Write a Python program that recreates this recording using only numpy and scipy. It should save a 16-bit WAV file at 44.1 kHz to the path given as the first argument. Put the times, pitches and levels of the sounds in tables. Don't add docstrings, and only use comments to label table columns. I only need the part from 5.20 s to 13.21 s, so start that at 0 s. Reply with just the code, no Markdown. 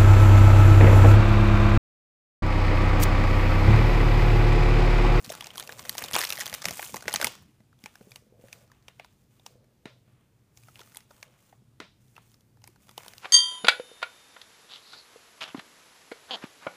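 import sys
import numpy as np
from scipy import signal
from scipy.fft import rfft, irfft, next_fast_len
from scipy.io import wavfile
from scipy.ndimage import uniform_filter1d

SR = 44100
rng = np.random.default_rng(int(sys.argv[2]) if len(sys.argv) > 2 else 0)


def digitize_waveform(pressure):
    field = np.atleast_2d(pressure).T
    bounded = np.clip(field, -1, 1)
    quanta = np.round(bounded * 32767).astype(np.int16)
    wavfile.write(sys.argv[1], SR, quanta)


N = 353457

# freq_hz [Hz], density_db [dB per Hz]
HOUSE_SPECTRUM = [(22, -27), (49, -18.5), (85, -13.5), (130, -15), (165, -20.5), (210, -14), (270, -22.5),
                  (400, -25.5), (600, -33.5), (1700, -39), (2500, -41), (7000, -44.5), (14700, -48)]
HOUSE_DB = -66
HUM_HZ, HUM_HALF_WIDTH_HZ, HUM_DB, HUM_WAVER_DB = 121.2, 12, -65.5, 2.5

# centre_hz [Hz], level_db [dB, relative], t60_s [s]
ROOM_BANDS = [(215.7, -3.5, 0.25), (527, 2, 0.13), (1040, 1.5, 0.22), (2000, 4, 0.19), (4000, -0.5, 0.38),
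              (7040, -6, .28), (12300, -3, .17)]

# time_s [s], level_db [dB]
BUMPS = [(0.081, -45), (.62, -55), (.7, -51), (.83, -45.5), (0.941, -40.5), (1.1, -51), (1.33, -49),
         (1.47, -43.5), (1.508, -46.5), (1.74, -45), (1.87, -48.5), (1.95, -47), (2.041, -41.5)]
BUMP_RISE_DB_S, BUMP_FALL_DB_S, RUMBLE_DB = 699.5, 350, -61

# start_s [s], length_s [s], level_db [dB]
ROLLS = [(0.188, .12, -66), (0.416, 0.27, -59.5), (0.803, 0.091, -57.5), (2.817, 0.096, -68.5),
         (3.127, 0.034, -66.5), (3.2, .09, -68.5), (3.352, 0.087, -70.5), (4.278, 0.19, -73),
         (4.679, 0.039, -67.5), (5.95, 0.29, -75)]
ROLL_HZ, ROLL_HALF_WIDTH_HZ, ROLL_RISE_DB_S, ROLL_FALL_DB_S = 550, 90, 250.5, 150.5

# time_s [s], level_db [dB], ring_hz [Hz], thump_db [dB re level_db]
TAPS = [(2.402, -69, 653, 10), (2.638, -69.5, 400, 21), (2.809, -55.5, 550, 5), (2.871, -56, 420, 0),
        (3.022, -61, 468, -9), (3.067, -62.5, 500, -7.5), (3.124, -54, 480, -19), (3.193, -54.5, 486, -14),
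        (3.239, -48, 550, -8), (3.303, -64, 600, -12), (3.351, -60.5, 470, -19), (3.413, -61.5, 583, -8),
        (4.032, -71.5, 483, -8.5), (4.307, -59.5, 493, -12), (4.355, -58, 487, -13),
        (4.406, -64.5, 490, -12.5), (4.519, -70.5, 560, 0.5), (4.879, -66.5, 632, -2), (6.42, -67, 400, 4),
        (7.489, -61, 360, -13.5)]

# time_s [s], peak_db [dB]
KNOCKS = [(4.655, -29.5), (6.601, -25.5)]
# freq_hz [Hz], level_db [dB, relative], t60_s [s]
WOOD_MODES = [(223.7, -7.5, 0.029), (294.5, -9, 0.02), (420, -6.5, 0.023), (593, 0.5, 0.011),
              (1013, -6.5, 0.012), (1420, -7.5, 0.011), (1950, 1.5, 0.0044), (2500, 3.5, 0.0024),
              (3100, -11, 0.0051), (3690, -1, 0.0032), (4744, -10, 0.0039), (5370, -11, 0.0032),
              (6740, -8, 0.0013)]

# time_s [s], treble_db [dB], body_db [dB]
SHOVE = [(0, -55, -57), (.12, -53, -49.5), (.3, -62.5, -52.5), (.42, -54, -52.5), (.56, -57.5, -57),
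         (.62, -48.5, -48), (.83, -47, -46), (.9, -52.5, -49), (.97, -40, -37.5), (1.06, -42, -46.5),
         (1.24, -52.5, -48), (1.41, -53, -49.5), (1.5, -46, -46.5), (1.65, -39, -53), (1.73, -51, -59.5),
         (1.84, -57.5, -52), (2.05, -50.5, -43), (2.25, -72.5, -69)]
# start_s [s], length_s [s], treble_db [dB], body_db [dB]
BRUSHES = [(2.621, 0.18, -64.5, -64), (2.819, .15, -62.5, -66), (3.225, .18, -62.5, -61.5),
           (3.528, .05, -75, -65), (3.642, .25, -72.5, -67.5), (3.88, 0.14, -72.5, -76.5),
           (4.121, .17, -70, -70.5), (4.269, 0.045, -67.5, -68.5), (4.878, .15, -84, -67.5),
           (5.37, .15, -61.5, -68), (5.547, 0.22, -59, -61), (5.916, .1, -63, -62.5),
           (6.048, .12, -72.5, -63.5), (6.196, 0.11, -65, -67), (6.817, 0.15, -68.5, -79.5),
           (6.969, .04, -71.5, -61.5), (7.02, 0.11, -65, -72), (7.442, .07, -67, -67),
           (7.624, .12, -62.5, -63.5), (7.793, .12, -56, -54), (7.934, .1, -59, -58)]
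BRUSH_RISE_DB_S, BRUSH_FALL_DB_S, REST_DB, SHOVE_ENDS_S = 300.5, 150.5, -82, 2.3
SHOVE_SPREAD_DB, BRUSH_SPREAD_DB, SLIPS_PER_S = 3, 1.5, 500
# [dB per Hz, relative]
BODY_COLOUR = [(200, -26.5), (330, -4), (550, 0.5), (1000, 1), (2000, -3), (3000, -4), (5000, -20.5),
               (9000, -32)]
# [dB per Hz, relative]
SKIN_COLOUR = [(1200, -27.5), (2500, -9), (4000, -7.5), (6500, 2.5), (9000, 2), (12000, -2.5), (15500, 1.5)]

# time_s [s], panel_db [dB], panel_hz [Hz],
# hollow_db [dB re panel], hollow_hz [Hz], treble_db [dB re panel], top_db [dB re panel]
CREASES = [(0.0454, -42, 3800, -5, 1290, 3.5, -4), (0.0545, -42.5, 3680, -12, 493, -9, -6.5),
           (0.0933, -34.5, 2360, -14, 580, -5, -10), (0.1007, -33.5, 3480, 4, 655, -1.5, -15),
           (0.1204, -32.5, 2480, -8, 544, -7.5, -2.5), (0.1367, -34, 1300, -4, 1236, -10, -17.5),
           (0.1514, -44.5, 1980, -12, 870, -4, -16), (0.2077, -25.5, 3360, -15.5, 1200, -14, -11),
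           (0.2228, -36.5, 3300, -4.5, 965, -13.5, -21), (0.2423, -34.5, 2480, -20, 800, -6, -20),
           (0.2595, -39, 2720, -7, 764, -10, -15), (0.2689, -39.5, 2150, -2.5, 910, 1, -4),
           (0.289, -47, 2250, -10, 1090, -9, -10), (0.3042, -34, 3170, -25, 1170, -18, -22),
           (0.3559, -38, 1500, -8, 705, -2.5, -3), (0.3729, -42, 3460, -6, 1270, -2, 3),
           (0.3794, -29, 3240, -9, 1100, -4.5, -3), (0.398, -26.5, 3430, -16, 1050, -4.5, 4.5),
           (0.4054, -30.5, 3670, -18, 1230, -17, -12), (0.4251, -39, 2200, -2, 755, -2, -11),
           (0.4747, -37, 2650, -17, 507, -3, -1), (0.4929, -29.5, 1570, -16, 1310, -24, -31),
           (0.5028, -40, 3230, -24, 600, -16, -16), (0.5227, -33.5, 2500, -15, 506, -6.5, -14),
           (0.5929, -34.5, 1900, -6.5, 1080, -2.5, -10.5), (0.6519, -37, 2030, -14, 616, -16, -13),
           (0.6938, -26.5, 1880, -14, 1120, 1, 8), (0.7511, -35, 2110, -3.5, 920, -7, -5),
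           (0.7801, -25.5, 3330, -16, 557, -2.5, -4), (0.794, -40, 1850, -9, 902, -6, -15),
           (0.819, -28, 1890, -9.5, 500, -15, -15), (0.839, -27.5, 3760, -7, 829, -4, -4),
           (0.846, -33, 3800, -8.5, 503, -4, -9), (0.8606, -34.5, 3400, -13.5, 759, -8, -5),
           (0.8838, -28.5, 3120, -17, 1040, -11.5, -13), (0.9219, -36.5, 1840, -10.5, 950, -8, 1),
           (0.9334, -27.5, 2840, -9, 730, 1.5, -17), (0.9388, -19, 3240, -17, 860, -12, -5),
           (0.9449, -20.5, 1880, -11, 990, -10, 1), (0.9524, -15, 3250, -10.5, 960, -9.5, -20),
           (0.9592, -19, 2920, -15, 705, -17, -20), (0.975, -27, 2810, -18, 1150, -14, -15),
           (0.9851, -21, 1740, -12, 1040, -5.5, -8), (0.9902, -21, 3530, -21, 923, -19, 4.5),
           (1.0078, -25, 1800, -13, 953, -3, -6), (1.0144, -19.5, 2000, -21, 654, -3.5, -2.5),
           (1.0253, -25, 1860, -20, 580, -5.5, -12), (1.036, -18, 1820, -28, 1300, -14, -15),
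           (1.042, -26.5, 3070, -22.5, 977, -7, 2.5), (1.0498, -23.5, 3090, -27, 853, -2.5, -12),
           (1.0717, -29, 2960, -26, 990, -6, -11), (1.094, -40, 3380, -30, 930, 9, -4),
           (1.1035, -20, 2556, -15, 1330, -6, -5), (1.124, -18, 2650, -20, 1300, -7, -6),
           (1.134, -31, 2640, -22, 1290, -14, -16), (1.156, -36, 2230, -27.5, 463, -1, 1),
           (1.1714, -30.5, 2030, -30, 1070, -9, -4), (1.1775, -27.5, 1920, -30, 1180, -7, -11),
           (1.1858, -32, 3300, -5.5, 580, -9, -1), (1.1942, -33.5, 1850, -14, 958, -5, 2),
           (1.2027, -33.5, 1470, -17.5, 1300, 1, 6.5), (1.2069, -24, 2030, -27, 931, -4, -8),
           (1.2105, -24, 1910, -19, 1040, -6, -17), (1.2174, -29.5, 1740, -18.5, 1310, -6, -14),
           (1.2581, -28.5, 2700, -32, 926, -3, -5), (1.265, -25.5, 3300, -27, 607, -9, -4),
           (1.2777, -31, 2030, -31, 1060, -4, -7), (1.2966, -32, 3410, -20, 1210, -6, -3),
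           (1.3278, -24.5, 2050, -11, 635, -13, -11), (1.3398, -29.5, 2790, -16, 570, 2, 4),
           (1.3449, -32.5, 1960, -11, 1060, -1, -8), (1.4189, -35.5, 2070, -16, 643, 0, -12),
           (1.424, -33.5, 1810, -10, 1180, -3.5, -14), (1.4424, -30.5, 2000, -7, 705, -6, -23),
           (1.4546, -14, 2170, -17, 714, -8.5, -9), (1.4849, -20, 1950, -21.5, 398, -9.5, -6),
           (1.4924, -38, 1930, -6, 577, -1, -4), (1.508, -30.5, 1960, -2.5, 740, -0.5, 1),
           (1.5404, -36, 2240, -13, 912, -17, -15), (1.5932, -27, 2260, -4, 860, -18, -16),
           (1.6274, -23, 2060, -38, 973, -21, -11), (1.6625, -34, 2980, -17, 826, -21, -10),
           (1.694, -38.5, 2290, -7.5, 486, -16, -15), (1.7428, -31.5, 2230, 5, 840, -3, -8),
           (1.7593, -37, 1440, -3, 770, -2, 4), (1.7662, -29.5, 2010, -7, 1140, -5, -7),
           (1.8072, -45, 2000, -11, 888, -1, -8), (1.8235, -37, 1440, -8.5, 845, -5.5, -18),
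           (1.8552, -39, 2000, -2, 450, -14, -16), (1.8801, -15.5, 2210, -10, 620, -14.5, -25),
           (1.8956, -40.5, 2210, 2, 797, 4, -4), (1.9096, -31, 1920, -14, 1150, -13, -13),
           (1.9196, -37.5, 1950, -4.5, 633, -2, -5), (1.9277, -32, 3310, -9.5, 1220, 2, -4),
           (1.9391, -19.5, 3050, -7.5, 851, -8.5, 4), (1.9467, -22.5, 1890, -13, 711, -9, -13),
           (1.9591, -19.5, 2360, -11.5, 1240, -2.5, -17), (1.9992, -29, 1450, -5, 630, -12, -12),
           (2.0136, -17, 2100, -19, 860, -10, -18), (2.0257, -19.5, 1530, -9, 610, -9.5, -9),
           (2.0442, -13, 2070, -18, 1260, -6.5, -1.5), (2.0694, -18.5, 3400, -10, 900, -8, -8.5),
           (2.404, -57.5, 2000, -1.5, 644, -13.5, -11.5), (2.5277, -50, 1365, -5.5, 1267, -24.5, -22.5),
           (2.5896, -56.5, 3400, -16, 503, -8, -5.5), (2.639, -37.5, 2330, -20, 393, -7, -11.5),
           (2.6588, -29, 2370, -11.5, 845, -14.5, -24), (2.7547, -41.5, 1560, -15, 743, -10.5, -11),
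           (2.81, -50, 1490, 1, 431, -15, -11), (2.9087, -53, 3400, -9, 544, -6, 6),
           (2.9173, -41.5, 2460, -15, 940, -6, -13), (2.9586, -35, 2850, -14, 910, -5.5, -4.5),
           (3.2839, -45, 1590, -15, 596, -13.5, -11.5), (3.3283, -33.5, 2530, -20, 960, -4.5, -5),
           (3.4989, -63, 1320, 7, 1290, -8, -11), (3.5167, -48, 1590, -9.5, 1000, -8.5, -10),
           (3.625, -65, 2000, -5, 390, 0, -4), (3.682, -33.5, 2820, -16, 1010, -16, -20),
           (3.7965, -30.5, 2380, -9.5, 744, -24.5, -24), (3.8458, -41, 1290, -8, 1000, -10, -15.5),
           (4.1958, -51.5, 3700, -5.5, 653, -14.5, -14.5), (4.263, -37, 2770, -3, 950, -2.5, -9.5),
           (4.4424, -65.5, 1680, 1, 412, -7, -4.5), (5.373, -51, 2370, -12.5, 787, 3.5, -6),
           (5.435, -52.5, 2500, -14, 826, -4, 0), (5.484, -41, 1340, -5, 1244, -17, -18),
           (5.5565, -38, 2760, -24, 635, -14, -16), (5.5922, -39.5, 3710, -10, 950, -13, -11),
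           (5.6038, -41, 3430, -9.5, 406, -15, -14), (5.6131, -39.5, 1390, -9, 1260, -11, -18),
           (5.6732, -49.5, 1380, -2, 1286, -11, -13), (5.7193, -52, 1320, -20, 1220, -7, -7),
           (5.7466, -44, 2110, -19, 842, -11, 2), (5.7574, -53, 1430, 0, 918, 4, 1),
           (5.7701, -33, 3380, -18, 875, -8.5, 5.5), (5.805, -47.5, 2010, -18, 931, -10, -15),
           (5.907, -50.5, 1430, 2, 619, -8, -19), (5.9104, -50, 1330, -2, 907, -10, -24),
           (6.0015, -70, 2020, 4, 931, 3, 3), (6.0276, -33.5, 2320, -13, 940, -10.5, -20),
           (6.3257, -53, 1840, 4.5, 740, -18, -18), (6.8817, -66.5, 3460, -11, 412, -1, -0.5),
           (6.9646, -41, 2640, -11.5, 1300, -15.5, -15.5), (6.9779, -39, 1300, -6, 930, -24, -23),
           (7.0978, -66.5, 3310, -15.5, 519, -2.5, -7), (7.1167, -59, 3030, -10, 1070, -4, -8),
           (7.142, -54.5, 1324, -6, 1220, -3, -8.5), (7.2072, -62.5, 3100, -10.5, 400, 1.5, -0.5),
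           (7.3704, -60, 1530, -2.5, 816, -11, -16), (7.418, -57.5, 2860, -7, 958, -7, -4.5),
           (7.4398, -45, 2150, -5, 840, -1, -10), (7.4753, -44, 2230, -8.5, 1010, -2.5, 5.5),
           (7.5591, -53, 1420, -8, 835, -11.5, -13), (7.6832, -51, 1300, -4, 1240, -11, -18),
           (7.6922, -41, 3400, -11, 1280, -14, -10), (7.7114, -55, 2240, -2, 864, 2, 6),
           (7.778, -29.5, 2980, -4, 936, -7.5, -7), (7.8045, -44, 2290, -5.5, 1000, -23, -18),
           (7.8329, -44, 2050, -9, 597, -12, -12), (7.8617, -43, 1310, -0.5, 970, -7, -3),
           (7.881, -38, 3220, -11.5, 1026, -4, -2), (7.935, -38, 2140, -14.5, 720, -11.5, -11),
           (7.9811, -44.5, 2540, -20, 1050, 1.5, -2)]
# low_hz [Hz], high_hz [Hz]
SNAP_BANDS = [(400, 1300), (1300, 3800), (3800, 7500), (7500, 12000)]
HOLLOW_DB, TREBLE_DB, TOP_DB = 1, 5.5, 5.5
SNAP_T60_S, SHORTER_PER_DB = 0.012, 0.22
STRAIN_DB, STRAIN_T60_S = -7.5, 0.031
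SETTLE_DB, SETTLE_T60_S = -12, 0.057
SMALL_SNAPS, SMALL_DB, SMALL_SCATTER_DB = 70, 6, 0.5
SMALL_HOLLOW_DB, SMALL_TREBLE_DB, SMALL_TOP_DB = -13.5, -9, -8
SMALL_CROWDING = 0.33

EDGE_HZ, TOP_HZ = 15350, 16500


def undb(db):
    return 10 ** (np.asarray(db) / 20)


def level(x, db):
    return x * undb(db) / np.sqrt(np.mean(x ** 2))


def band(x, lo, hi, order=2):
    sos = signal.butter(order, [lo, min(hi, TOP_HZ)], "band", fs=SR, output="sos")
    return signal.sosfilt(sos, x)


def colour(x, table):
    hz, db = np.transpose(table)
    size = next_fast_len(N)
    bin_hz = np.arange(size // 2 + 1) * SR / size
    gain = undb(np.interp(np.log(bin_hz + 1), np.log(hz), db))
    return level(irfft(rfft(x, size) * gain, size)[:N], 0)


def peak(rows, db):
    return rows / np.abs(rows).max(axis=1, keepdims=True) * undb(db)[:, None]


def fade(t60_s, size):
    t60_s = np.clip(np.reshape(t60_s, (-1, 1)), 1 / 1000, 1)
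    return np.exp(-np.log(1000) * np.arange(size) / SR / t60_s)


def ring(hz, t60_s, size):
    return np.sin(2 * np.pi * np.outer(hz, np.arange(size) / SR)) * fade(t60_s, size)


def place(times_s, rows):
    out = np.zeros(N + rows.shape[1])
    for s, row in zip(times_s, rows):
        start = int(s * SR)
        out[start:start + len(row)] += row
    return out[:N]


def curves(table):
    s, *columns = np.transpose(table)
    return [np.interp(np.arange(N) / SR, s, c) for c in columns]


def walk(rate_hz):
    k = int(SR / rate_hz)
    return uniform_filter1d(np.repeat(rng.standard_normal(N // k + 1), k), k)[:N]


def swell(start_s, length_s, db, rise_db_s, fall_db_s):
    t = np.arange(N) / SR
    levels = []
    for s, n, d in zip(start_s, length_s, db):
        drop = np.maximum(rise_db_s * (s - t), fall_db_s * (t - s - n)).clip(0)
        levels.append(d - drop)
    return np.max(levels, axis=0)


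def household():
    out = 0
    hz, db = np.transpose(HOUSE_SPECTRUM)
    for f in 25 * 2 ** np.arange(0, 9.4, .5):
        noise = band(rng.standard_normal(N), f / 2 ** .25, f * 2 ** .25)
        band_db = np.interp(np.log(f), np.log(hz), db) + 1.2 * walk(3.3)
        out = out + undb(band_db) * noise
    hum = band(rng.standard_normal(N), HUM_HZ - HUM_HALF_WIDTH_HZ, HUM_HZ + HUM_HALF_WIDTH_HZ)
    hum = hum * undb(HUM_WAVER_DB * walk(7))
    return level(out, HOUSE_DB) + level(hum, HUM_DB)


def room(x, size=20000):
    tail = np.zeros(size)
    for hz, db, t60_s in ROOM_BANDS:
        noise = band(rng.standard_normal(size), hz / 1.4, hz * 1.387)
        tail += undb(db) * noise * fade(t60_s, size)[0]
    tail = tail * (1 - fade(0.0063, size)[0])
    return signal.fftconvolve(x, tail / np.sqrt(np.sum(tail ** 2)))[:N]


def rumble():
    s, db = np.transpose(list(BUMPS) + [(0, RUMBLE_DB)])
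    held_s = (s == 0) * SHOVE_ENDS_S
    gain_db = swell(s, held_s, db, BUMP_RISE_DB_S, BUMP_FALL_DB_S) + 1.5 * walk(30)
    return undb(gain_db) * level(band(rng.standard_normal(N), 69, 270, order=3), 0)


def rolling():
    gain_db = swell(*np.transpose(ROLLS), ROLL_RISE_DB_S, ROLL_FALL_DB_S) + 2.4 * walk(40)
    hum = band(rng.standard_normal(N), ROLL_HZ - ROLL_HALF_WIDTH_HZ, ROLL_HZ + ROLL_HALF_WIDTH_HZ)
    return undb(gain_db) * level(hum, 0)


def patter(size=3000):
    s, db, hz, thump_db = np.transpose(TAPS)
    push = np.hanning(60)[None]
    shell = ring(hz, 0.045, size) + 0.22 * ring(1.26 * hz, 0.045, size)
    taps = peak(signal.fftconvolve(shell, push), db + 7.0)[:, :size]
    thump = band(ring(np.full(len(s), 205), 0.031, size), 117, 550)
    return place(s, taps + peak(thump, db + thump_db + 6.0))


def knocks(size=3000):
    s, db = np.transpose(KNOCKS)
    hz, mode_db, t60_s = np.transpose(WOOD_MODES)
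    body = (undb(mode_db) @ ring(hz, t60_s, size))[None]
    contact = rng.standard_normal((len(s), 200)) * undb(-11.5) * np.hanning(200) ** .5
    contact[:, 40] -= 1.2
    contact[:, 120:140] += 0.22 * np.hanning(20)
    struck = signal.fftconvolve(contact, body)[:, :size]
    direct = peak(band(struck, 170, 10400), db)
    return place(s, direct), place(s, peak(body.repeat(len(s), axis=0), db))


def effort():
    start_s, length_s, *dbs = np.transpose(BRUSHES)
    shove = curves(list(SHOVE) + [(SHOVE[-1][0] + 0.34, REST_DB, REST_DB)])
    brushes = [swell(start_s, length_s, db, BRUSH_RISE_DB_S, BRUSH_FALL_DB_S) for db in dbs]
    return [np.maximum(a, b) for a, b in zip(shove, brushes)]


def settling(size=8000, count=1500):
    s, db, _, _, _, treble_db, _ = np.transpose(CREASES)
    strain = undb(STRAIN_DB) * fade(STRAIN_T60_S, count)[:, ::-1]
    shape = np.hstack([strain, fade(SETTLE_T60_S, size)]) ** 2
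    powers = []
    for d in (db + treble_db + TREBLE_DB, db):
        powers.append(place(s - count / SR, undb(2 * (d + SETTLE_DB))[:, None] * shape))
    return powers


def rubbing(treble, body):
    chance = rng.random((2, N))
    shoving = np.arange(N) < SHOVE_ENDS_S * SR
    spread_db = np.where(shoving, SHOVE_SPREAD_DB, BRUSH_SPREAD_DB)
    slips = (chance[0] < SLIPS_PER_S / SR) * undb(-spread_db * np.log(chance[1]))
    power = slips ** 2 * (4.5 - spread_db * np.log(10) / 10)
    smear = fade(0.004, size=600)[0] ** 2
    crackle = signal.fftconvolve(power, smear)[:N].clip(0)
    share = spread_db / 2.2
    grain_power = share * crackle / crackle.mean() + (1 - share).clip(0)
    grain = rng.standard_normal(N) * np.sqrt(grain_power)
    body_rub = colour(grain, BODY_COLOUR) * body * undb(-7.0 + 0.5 * walk(25))
    skin_rub = colour(grain, SKIN_COLOUR) * treble * undb(-2.0 + 0.49 * walk(17))
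    return body_rub + skin_rub


def small_snaps(rub_db):
    even = rng.random((SMALL_SNAPS, 4)).T
    bell = rng.standard_normal((SMALL_SNAPS, 3)).T
    crowd = np.cumsum(undb(SMALL_CROWDING * rub_db))
    quantile = (np.arange(SMALL_SNAPS) + even[0]) / SMALL_SNAPS
    at = np.searchsorted(crowd / crowd[-1], quantile).clip(0, N - 1)
    (low_hz, _), (mid_hz, high_hz) = SNAP_BANDS[:2]
    return np.array([
        at / SR,
        rub_db[at] + SMALL_DB + SMALL_SCATTER_DB * (2 * even[3] - 1),
        mid_hz + (high_hz - mid_hz) * even[1],
        SMALL_HOLLOW_DB + 5 * bell[0],
        low_hz + (mid_hz - low_hz) * even[2],
        SMALL_TREBLE_DB + 4 * bell[1],
        SMALL_TOP_DB + 4 * bell[2]]).T


def snaps(table, size=1400):
    s, panel_db, panel_hz, hollow_db, hollow_hz, treble_db, top_db = table.T
    t60_s = SNAP_T60_S * undb(-SHORTER_PER_DB * (top_db - hollow_db))
    hollow_db = panel_db + hollow_db + HOLLOW_DB
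    high_db = panel_db + treble_db + TREBLE_DB
    top_db = panel_db + top_db + TOP_DB

    chance = rng.standard_normal((len(s), 2, size))
    ragged = undb(9 * uniform_filter1d(chance[:, 1], size=12))
    envelope = fade(np.clip(t60_s, 1 / 300, 1 / 25), size) * (1 - fade(0.001, size))
    burst = chance[:, 0] * ragged * envelope
    low, mid, high, top = (band(burst, lo, hi) for lo, hi in SNAP_BANDS)
    hollow = signal.fftconvolve(low, ring(hollow_hz, 0.017, size), axes=1)[:, :size]
    panel = signal.fftconvolve(mid, ring(panel_hz, 0.0072, size), axes=1)[:, :size]
    rows = peak(low, hollow_db - 15.0) + peak(hollow, hollow_db + 1.0)
    rows = rows + peak(panel, panel_db - 1.5) + peak(mid, panel_db - 20.5)
    rows = rows + peak(high, high_db + 4) + peak(top, top_db - 0.5)

    impulse = np.arange(size) == 0
    clicks = peak(np.array([band(impulse, lo, hi) for lo, hi in SNAP_BANDS]), np.zeros(4))
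    strength = undb(np.array([hollow_db, panel_db - 1.5, high_db + 4.0, top_db - 3]).T)
    strength = strength * np.sqrt(t60_s[:, None] / 0.0044)
    return place(s, rows), place(s, strength @ clicks)


def scene():
    treble_db, body_db = effort()
    table = np.vstack([CREASES, small_snaps((treble_db + body_db) / 2)])
    treble_power, body_power = settling()
    treble = np.sqrt(undb(2 * treble_db) + treble_power)
    body = np.sqrt(undb(2 * body_db) + body_power)
    taps = patter() + rolling()
    far, far_round = knocks()
    rub = rubbing(treble, body)
    creases, creases_round = snaps(table)
    feed = undb(-16.0) * creases_round + undb(-9.0) * rub + undb(0.5) * far_round + undb(-10) * taps
    return (household() + rumble() + taps + far + rub + creases + room(feed))[None]


def record(dry):
    soft = signal.sosfilt(signal.ellip(7, .3, 32, EDGE_HZ, fs=SR, output="sos"), dry)
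    return signal.sosfilt(signal.ellip(10, .2, 80, TOP_HZ, fs=SR, output="sos"), soft)


dry = scene()
out = record(dry)
digitize_waveform(out)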